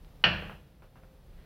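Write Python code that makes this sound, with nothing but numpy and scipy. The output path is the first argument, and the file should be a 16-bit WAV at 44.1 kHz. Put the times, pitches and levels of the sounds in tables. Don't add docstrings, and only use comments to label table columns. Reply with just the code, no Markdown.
import sys
import numpy as np
from scipy import signal
from scipy.fft import rfft, irfft
from scipy.io import wavfile

SR = 44100
rng = np.random.default_rng(int(sys.argv[2]) if len(sys.argv) > 2 else 0)


def unload_audio(sound):
    columns = np.transpose(np.atleast_2d(sound))
    steps = np.round(np.clip(columns, -1, 1) * 32767)
    wavfile.write(sys.argv[1], SR, steps.astype(np.int16))


N = 63945

# (delay [s], level [dB], push length [s])
BANG_CONTACTS = [(0.0, -3, .00012), (.002, -2.5, .00014), (.0027, -7.5, .00014)]
# (pitch [Hz], level [dB], time to fade by 60 dB [s])
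OBJECT_NOTES = [(663, -29, 0.036), (1008, -30.5, .05), (1434, -23.5, .04), (1820.4, -24.5, 0.11),
                (2283, -16, .03), (2570, -15.5, .02), (2894, -6, 0.02), (3340, -25, 0.011),
                (3980, -23.5, .02), (4400, -23.5, .02), (5100, -30.5, .012)]
# (frequency [Hz], relative level [dB])
CRACK_COLOUR = [(100, -23), (600, -12.5), (1500, 3), (2900, 4), (3700, -7.5), (4600, -11.5), (6500, -31.5),
                (9000, -49), (15000, -55)]


def struck_object():
    t = since(0)[:SR // 1000]
    blow = amp(-1) * click(CRACK_COLOUR) + ring(OBJECT_NOTES)
    out = 0
    for delay, db, push_s in BANG_CONTACTS:
        push = np.exp(-(2 * (t - push_s) / push_s) ** 2)
        softened = np.convolve(blow, push / push.sum())[:N]
        out = out + amp(db) * at(softened, delay)
    return out


def bang():
    bass_cut = signal.butter(3, 550, "high", fs=SR, output="sos")
    treble_cut = signal.butter(6, 6100, "low", fs=SR, output="sos")
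    nearby = signal.sosfilt(np.vstack([bass_cut, treble_cut]), struck_object() + stall_echo())
    room = tile_echo() + room_ring() + at(room_boom(), start=.002)
    return at(nearby + room, start=.2397)


# (frequency [Hz], relative level [dB])
ECHO_COLOUR = [(40, -23), (150, -1), (215, -9.5), (270, -21), (350, -12), (420, -15), (620, -9.5),
               (800, -9), (1150, -12), (1750, -2), (2100, -12.5), (2450, -3), (2900, -2.5), (3350, -9.5),
               (3650, -23), (4300, -13.5), (5100, -27), (5600, -28), (6500, -46.5), (7600, -47),
               (9500, -63)]
ECHO_SWELL_S = .0045


def stall_echo():
    return amp(-16) * noise(ECHO_COLOUR) * fade(t60=.14) * swell(ECHO_SWELL_S)


# (frequency [Hz], time to fade by 60 dB [s], swell time [s])
ROOM_BANDS = [(100, 1, 0.069), (300, 0.69, 0.0056), (780, 0.59, 0.0019), (1640, .55, 0.0056),
              (2880, 0.56, 0.0024), (4530, .45, .003), (9000, .45, 0.0032)]


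def tile_echo():
    spectrum = rfft(noise(ECHO_COLOUR), 2 * N)
    out = 0
    for hz, t60, swell_s in ROOM_BANDS:
        share = along([(row[0], row[0] == hz) for row in ROOM_BANDS])
        band = irfft(spectrum * share)[:N]
        out = out + band * fade(t60) * swell(swell_s)
    return amp(-24.5) * out


# (pitch [Hz], level [dB], time to fade by 60 dB [s])
ROOM_NOTES = [(313, -50, .8), (340, -42, .35), (484, -42, .65), (532, -46, .6), (602, -40, .6),
              (682, -40, .4), (969, -38, .3), (1160, -39, .3), (1357, -33, .25), (1508, -34, .35),
              (1572, -40, .5), (1707, -33, .26), (1782, -31, .35), (2180, -34, .2), (2314, -34, .22),
              (2541, -33, .3), (2670, -42, .55), (2744, -30, .28), (2806, -31, .22), (2885, -31, .2),
              (2938, -25, .24), (3036, -37, .29)]


def room_ring():
    return ring(ROOM_NOTES) * swell(ECHO_SWELL_S)


# (pitch [Hz], level [dB], time to fade by 60 dB [s], swell time [s])
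BOOM_NOTES = [(75, -29.5, 0.78, 0.069), (130.7, -31, 0.52, 0.022), (171.4, -30, 0.59, 0.013),
              (196, -36.5, 1, 0.004)]


def room_boom():
    return sum(ring([(hz, db, t60)]) * swell(swell_s) for hz, db, t60, swell_s in BOOM_NOTES)


# (time [s], level [dB], echo level relative to the knock [dB])
KNOCK_HITS = [(.424, -19, -26), (.497, -9.5, -36), (.822, -20, -35.5), (.957, -22, -33), (1.0355, -22, -39)]
# (frequency [Hz], relative level [dB])
KNOCK_COLOUR = [(60, -7), (170, -18), (300, 1), (600, 5), (1000, 1), (1450, 1.5), (1900, -6), (2800, -8),
                (3700, -29), (7000, -65)]


def knocks():
    blow = click(KNOCK_COLOUR)
    out = 0
    for start, db, echo_db in KNOCK_HITS:
        echo = amp(echo_db) * noise(KNOCK_COLOUR) * fade(t60=.28)
        out = out + at(amp(db) * (blow + echo), start)
    return out


# (frequency [Hz], relative level [dB])
TICK_COLOUR = [(200, -5), (1500, 8.5), (3500, 7.5), (5200, 2), (7500, -22), (15000, -35)]


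def tick():
    return at(amp(-34) * click(TICK_COLOUR), start=.0472)


# (time [s], level [dB])
TONE_LOUDNESS = [(.81, -86), (.85, -58), (.93, -67), (1.02, -58.5), (1.12, -58.5), (1.2, -70), (1.3, -64),
                 (1.45, -69)]


def thin_tone():
    pitch_hz = 526
    return level_curve(TONE_LOUDNESS) * np.sin(2 * np.pi * pitch_hz * since(0))


# (frequency [Hz], relative level [dB])
RUSTLE_COLOUR = [(300, -24), (900, -5.5), (1700, 3), (2600, -4), (4500, -9.5), (7000, -33), (14000, -34.5)]


def rustle():
    peak_s, width_s = 1.405, .094
    return amp(-64) * noise(RUSTLE_COLOUR) * np.exp(-((since(0) - peak_s) / width_s) ** 2)


# (frequency [Hz], relative level [dB])
AIR_COLOUR = [(15, -16), (27, 1.5), (70, -0.5), (100, -4.5), (160, -2.5), (260, -14.5), (520, -15.5),
              (750, -20.5), (1100, -25.5), (2200, -31), (3600, -32), (5000, -36.5), (7500, -44.5),
              (11800, -38.5), (15500, -40.5)]
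# (frequency [Hz], relative level [dB])
WIDE_HISS_COLOUR = [(1500, -39), (3500, -6), (6000, -0.5), (12000, -6), (15500, -1)]
# (time [s], relative level [dB])
AIR_DRIFT = [(0, 4), (.22, 5), (.5, 4), (.75, 2), (1.0, 2.5), (1.25, 3), (1.45, 3)]


def ventilation():
    air = amp(-53.5) * noise(AIR_COLOUR)
    wide_hiss = amp(-82) * noise(WIDE_HISS_COLOUR) * np.array([[1], [-1]])
    return (air + wide_hiss) * level_curve(AIR_DRIFT)


# (frequency [Hz], relative level [dB])
RUMBLE_COLOUR = [(12, -27.5), (28, 3.5), (43, 0), (72, -5.5), (110, -23), (300, -57.5)]
# (time [s], level [dB])
RUMBLE_LOUDNESS = [(0, -49), (.06, -43.5), (.2, -55), (.55, -52), (.8, -62.5), (1.1, -54), (1.22, -49),
                   (1.35, -45.5), (1.45, -48)]


def rumble():
    return noise(RUMBLE_COLOUR) * level_curve(RUMBLE_LOUDNESS)


# (frequency [Hz], left minus right level [dB])
LEFT_RIGHT_BALANCE = [(60, 0.0), (110, 0.0), (200, 0.0), (380, 0.0), (700, -0.5), (1290, 0.0), (2380, -0.5),
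                      (4400, -0.5), (8120, -3), (15000, -0.5)]


def left_and_right(x):
    tilt_db = along(LEFT_RIGHT_BALANCE) / 2
    return irfft(rfft(x, 2 * N) * amp([tilt_db, -tilt_db]))[:, :N]


def amp(db):
    return 10 ** (np.asarray(db) / 20)


def since(start):
    return np.maximum(np.arange(N) / SR - start, 0)


def at(x, start):
    return np.concatenate([np.zeros(max(int(start * SR), 0)), x])[:N]


def fade(t60):
    return np.exp(-np.log(1000) * since(0) / t60)


def swell(seconds):
    return 1 - np.exp(-since(0) / seconds)


def ring(notes):
    return sum(amp(db) * fade(t60) * np.sin(2 * np.pi * hz * since(0)) for hz, db, t60 in notes)


def along(points):
    hz, value = np.array(points, float).T
    return np.interp(np.log(np.fft.rfftfreq(2 * N, 1 / SR) + 1), np.log(hz), value)


def level_curve(points):
    return amp(np.interp(since(0), *np.array(points, float).T))


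def noise(colour):
    random_phases = np.exp(2j * np.pi * rng.random(N + 1))
    x = irfft(amp(along(colour)) * random_phases)[:N]
    return x / x.std()


def click(colour):
    cepstrum = irfft(np.log(amp(along(colour))))
    cepstrum[1:N] *= 2
    cepstrum[N + 1:] = 0
    return irfft(np.exp(rfft(cepstrum)))[:N]


def scene():
    return left_and_right(bang() + knocks() + tick()) + thin_tone() + rustle() + ventilation() + rumble()


def record(dry):
    threshold_db, cut_per_db, max_cut_db = -48, .57, 6.5
    window = int(.02 * SR)
    bass_cut = signal.butter(2, 300, "high", fs=SR, output="sos")
    above_bass = signal.sosfilt(bass_cut, dry.mean(axis=0))
    power = signal.fftconvolve(above_bass ** 2, np.ones(window) / window)[:N]
    level_db = 10 * np.log10(np.maximum(power, 1e-12))
    gain = amp(np.clip((level_db - threshold_db) * cut_per_db, -max_cut_db, 0))
    treble_cut = signal.ellip(10, .1, 70, 15800, fs=SR, output="sos")
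    return signal.sosfilt(treble_cut, dry * gain)


dry = scene()
out = record(dry)
unload_audio(out)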